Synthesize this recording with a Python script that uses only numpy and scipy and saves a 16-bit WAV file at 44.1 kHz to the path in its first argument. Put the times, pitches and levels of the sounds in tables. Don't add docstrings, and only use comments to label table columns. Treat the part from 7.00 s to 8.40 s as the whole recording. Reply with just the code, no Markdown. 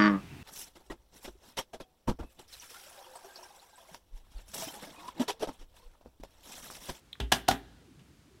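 import sys
import numpy as np
from scipy import signal
from scipy.fft import rfft, irfft
from scipy.io import wavfile
from scipy.ndimage import uniform_filter1d

SR = 44100
rng = np.random.default_rng(int(sys.argv[2]) if len(sys.argv) > 2 else 0)


def digitize_waveform(pressure):
    field = np.atleast_2d(pressure).T
    bounded = np.clip(field, -1, 1)
    quanta = np.round(bounded * 32767).astype(np.int16)
    wavfile.write(sys.argv[1], SR, quanta)


N = 61739

# frequency in Hz, relative density in dB per Hz.
FLOOR_COLOUR = [(15, -19.5), (35, -5.5), (55, 3.5), (130, -1.5), (350, -9), (600, -16), (1500, -17.5),
                (4000, -21), (9000, -26.5), (14500, -34.5), (16000, -34)]
FLOOR_DB = -62.5

# frequency in Hz, decay by 60 dB in seconds.
ROOM_DECAY = [(100, 0.21), (300, 0.4441), (800, 0.1432), (2000, 0.2437), (5000, 0.1), (14000, 0.2328)]
# frequency in Hz, relative level in dB.
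ROOM_COLOUR = [(60, -8), (300, -2.5), (750, 1), (2000, -3), (5000, 2.5), (14000, -4)]
# frequency in Hz, relative level in dB.
LATE_COLOUR = [(200, -22), (750, -26.5), (1100, -23.5), (1650, -20), (2400, -31), (3050, -22), (4500, -26),
               (12000, -47)]
LATE_T60_S = 0.87
ROOM_DB, ROOM_DELAY_S = -6.5, 0.0028

# time in seconds, level in dB.
RUB_LEVEL = [(0, -78.5), (0.7, -60), (0.85, -66.5), (0.96, -60.5), (1.02, -76.5), (1.1, -61), (1.19, -68),
             (1.301, -68.5), (1.4, -69.5)]
# frequency in Hz, relative density in dB per Hz.
RUB_COLOUR = [(30, -23), (70, -2), (140, -1.5), (220, -4.5), (300, -4.5), (400, -11), (520, -18.5),
              (1500, -45), (8000, -65.5)]
# time in seconds, centre in Hz, level in dB.
RUB_NOTE = [(0.739, 250, -71), (0.831, 480.2, -70), (0.9, 305.8, -62), (0.959, 162.8, -62),
            (1.01, 139.4, -59), (1.06, 271.8, -64.5), (1.112, 285.5, -64), (1.19, 233, -88),
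            (1.27, 280.8, -65), (1.318, 384.4, -66.5), (1.4, 358, -67.5)]
RUB_NOTE_WIDTH_HZ = 52

# start in seconds, level in dB, centre in Hz, width in octaves.
TICKS = [(0.1285, -30, 3586, 0.18), (0.1290, -43.5, 2500, 0.42), (0.153, -45.5, 1505, 0.62)]
TICK_FALL_S, TICK_SKIRT_DB, TICK_ECHO_DB = 0.0024, -33.5, -7.5

# start in seconds, level in dB, pitch in Hz, hold in seconds, decay by 60 dB in seconds.
PUSHES = [(0.198, -29, 57.7, 0.036, 0.25), (0.313, -47.5, 56.14, 0.058, 0.83),
          (0.493, -42.5, 53.1, .005, .8)]
FLEX_RISE_S = 0.0069

# frequency in Hz, relative level in dB, decay by 60 dB in seconds.
RING_MODES = [(692, 0, 0.053), (846, -6.5, .05), (895, -0.5, 0.02), (976.5, -4.5, 0.032), (1138, -8, 0.083),
              (1654, 1.5, 0.052), (1837, -8.5, 0.039), (1942, -11, .06), (2710, -1.5, 0.035),
              (2950, -3.5, 0.068), (3470, -2.5, .045), (4055, -7, 0.067)]
# frequency in Hz, relative level in dB, 60 dB decay in seconds.
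HOLLOW_MODES = [(708.4, -8.5, 0.07), (752, 1.5, 0.04), (798, -14, 0.16), (1448, -9.5, 0.063)]
# frequency in Hz, relative level in dB, 60 dB decay in seconds.
DESK_MODES = [(86.1, -22, 0.12), (113.9, -5, .17), (135.6, -9.5, .17), (187.5, -6, 0.18), (246, -5, 0.13),
              (275.6, -2, 0.13), (323.5, -6.5, 0.048), (392, -6.5, 0.24), (427.2, -12.5, 0.24)]
MODE_RISE_S, RING_ECHO_DB = 0.00073, -5.5

# start in seconds, contact length in seconds,
# clack level in dB, its mids in dB, its treble in dB, bite in Hz, echo send in dB,
# ring level in dB, hollow level in dB, desk level in dB.
KNOCKS = [(0.2008, 0.004, -31.5, -4.5, -11.5, 3480, -4, -48, -70, -33.5),
          (0.2080, 0.0031, -40.5, -1, -11.5, 2960, 6, -57.5, -60, -50),
          (0.3177, 0.0018, -26, 10, 2, 3040, -4.5, -61, -58.5, -53.5),
          (0.3208, 0.0041, -18, 1, 2, 3030, -0.5, -20, -36.5, -43),
          (0.3247, 0.0036, -23, 7, -4, 3400, 0.5, -48.5, -25, -30),
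          (0.4799, 0.0046, -29.5, -2.5, -14.5, 1900, -0.5, -47, -46, -45),
          (0.4844, 0.0032, -20.5, -2.5, 2, 3930, -0.5, -38.5, -38, -33),
          (0.4874, 0.00063, -26, 6, -9.5, 4000, -0.5, -44.5, -13.5, -33.5),
          (0.5091, 0.0071, -26.5, 8, -2, 3480, 0, -41.5, -32, -28.5),
          (0.9925, 0.0046, -61.5, -2, -8, 2900, 4, -65, -73, -61.5)]
# frequency in Hz, relative density in dB per Hz.
CLACK_COLOUR = [(40, -30), (120, 2), (400, 2), (500, -17), (680, 3.5), (900, 2.5), (1100, -5), (1650, -0.5),
                (2300, -6), (2800, -1.5), (4000, -2.5), (5500, -3.5), (8000, -9), (13000, -12.5),
                (16000, -21.5)]
CONTACT_RISE_S, CLACK_FALL_S = 0.0005, 0.0017
TREBLE_FROM_HZ, MIDS_HZ, MIDS_OCTAVES = 4140, 1060, 1.5
BITE_DB, BITE_OCTAVES = 5.5, 0.13
EVENNESS = 0.83
RATTLE_DB, RATTLE_FALL_S, RATTLE_SPREAD_DB = -15, 0.021, 4

BASS_CUT_HZ, TOP_EDGE_HZ = 39, 15950


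def amp(db):
    return 10 ** (np.asarray(db) / 20)


def read(points, hz):
    f, value = np.transpose(points)
    return np.interp(np.log(hz + 1), np.log(f), value)


def add(mix, s, sound):
    part = mix[max(round(s * SR), 0):][:len(sound)]
    part += sound[:len(part)]


def noise(colour, size):
    hz = np.fft.rfftfreq(size, 1 / SR)
    phase = 2 * np.pi * rng.random(len(hz))
    x = irfft(np.exp(1j * phase) * amp(read(colour, hz)), size)
    return x / x.std()


def modes(table, rise_s):
    t = np.arange(SR) / SR
    out = np.zeros(SR)
    for hz, db, t60 in table:
        out += amp(db - 60 * t / t60) * np.sin(2 * np.pi * hz * t)
    return (1 - np.exp(-t / rise_s)) * out


def chatter(level, count=2):
    x = level * rng.choice([-1, 1], len(level))
    for _ in range(count):
        spectrum = rfft(x)
        x = irfft(spectrum / (abs(spectrum) + 1e-12) ** EVENNESS)
        local_power = abs(uniform_filter1d(x ** 2, size=32))
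        x = x * level / np.sqrt(local_power + 1e-18)
    return x


def rattle(size):
    t = np.arange(size) / SR
    wander = np.interp(t, np.linspace(0, t[-1], 100), rng.standard_normal(100))
    return amp(RATTLE_DB) * amp(RATTLE_SPREAD_DB * wander) * np.exp(-t / RATTLE_FALL_S)


def burst(colour_db, hold_s, fall_s, loose=False, size=4096):
    t = np.arange(size) / SR
    level = np.exp(-np.maximum(t - hold_s, 0) / fall_s)
    if loose:
        level = np.hypot(level, rattle(size))
    level = level * (1 - np.exp(-t / CONTACT_RISE_S))
    hz = abs(np.fft.fftfreq(size, 1 / SR)) + 1
    log_gain = np.log(amp(colour_db(hz)))
    body = np.fft.ifft(np.exp(np.conj(signal.hilbert(log_gain)))).real[:size // 2]
    return signal.fftconvolve(chatter(level), body / np.linalg.norm(body))


def room_floor():
    return amp(FLOOR_DB) * noise(FLOOR_COLOUR, size=N)


def room(x, send_db=0):
    hz, t, z = signal.stft(rng.choice([-1., 1.], SR), SR, nperseg=256)
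    early = amp(read(ROOM_COLOUR, hz)[:, None] - 60 * t / read(ROOM_DECAY, hz)[:, None])
    late = amp(read(LATE_COLOUR, hz)[:, None] - 60 * t / LATE_T60_S)
    tail = signal.istft(z * np.hypot(early, late), SR, nperseg=256)[1]
    echo = signal.fftconvolve(x, tail / np.linalg.norm(tail))
    out = np.zeros(N)
    add(out, 0, x)
    add(out, ROOM_DELAY_S, amp(ROOM_DB + send_db) * echo)
    return out


def rubbing():
    t = np.arange(N) / SR
    rumble = noise(RUB_COLOUR, size=N) * amp(np.interp(t, *np.transpose(RUB_LEVEL)))
    s, hz, db = np.transpose(RUB_NOTE)
    lowpass = signal.butter(2, RUB_NOTE_WIDTH_HZ / 2, fs=SR, output="sos")
    grain = signal.sosfilt(lowpass, rng.standard_normal((N, 2)) @ [1, 1j])
    phase = 2 * np.pi * np.cumsum(np.interp(t, s, hz)) / SR
    note = (grain * np.exp(1j * phase)).real
    note_level = amp(np.interp(t, s, db)) * (t > s[0])
    return rumble + note / note.std() * note_level


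def fingernails():
    out = np.zeros(N)
    for s, db, centre_hz, width in TICKS:
        def band(hz):
            return np.maximum(-4 * (np.log2(hz / centre_hz) / width) ** 4, TICK_SKIRT_DB)
        add(out, s, amp(db) * burst(band, 0, TICK_FALL_S))
    return out


def flexing():
    out, t = np.zeros(N), np.arange(SR) / SR
    for s, db, hz, hold_s, t60 in PUSHES:
        level = amp(db - 60 * np.maximum(t - hold_s, 0) / t60)
        rise = 1 - np.exp(-t / FLEX_RISE_S)
        add(out, s, -level * rise * np.sin(2 * np.pi * hz * t))
    return out


def ringing():
    out = np.zeros(N)
    ring, hollow, desk = (modes(table, MODE_RISE_S) for table in (RING_MODES, HOLLOW_MODES, DESK_MODES))
    for s, *_, ring_db, hollow_db, desk_db in KNOCKS:
        add(out, s, amp(ring_db) * ring + amp(hollow_db) * hollow + amp(desk_db) * desk)
    return out


def clack_colour(hz, mids_db, treble_db, bite_hz):
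    mids = np.exp(-(np.log2(hz / MIDS_HZ) / MIDS_OCTAVES) ** 4)
    treble = 1 / (1 + (TREBLE_FROM_HZ / hz) ** 12)
    bite = np.exp(-(np.log2(hz / bite_hz) / BITE_OCTAVES) ** 2)
    return read(CLACK_COLOUR, hz) + mids_db * mids + treble_db * treble + BITE_DB * bite


def clacks():
    out = np.zeros(N)
    for s, length, db, mids_db, treble_db, bite_hz, echo_db, *_ in KNOCKS:
        def colour(hz):
            return clack_colour(hz, mids_db, treble_db, bite_hz)
        clack = burst(colour, length, CLACK_FALL_S, loose=True)
        add(out, s, amp(db) * room(clack, send_db=echo_db))
    return out


def scene():
    ticks = room(fingernails(), send_db=TICK_ECHO_DB)
    knocks = clacks() + room(ringing(), send_db=RING_ECHO_DB) + flexing()
    return (room_floor() + rubbing() + ticks + knocks)[None]


def record(dry):
    bass_cut = signal.butter(6, BASS_CUT_HZ, "high", fs=SR, output="sos")
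    band_limit = signal.firwin(255, TOP_EDGE_HZ, window=("kaiser", 8), fs=SR)
    return signal.oaconvolve(signal.sosfilt(bass_cut, dry), band_limit[None], "same")


dry = scene()
out = record(dry)
digitize_waveform(out)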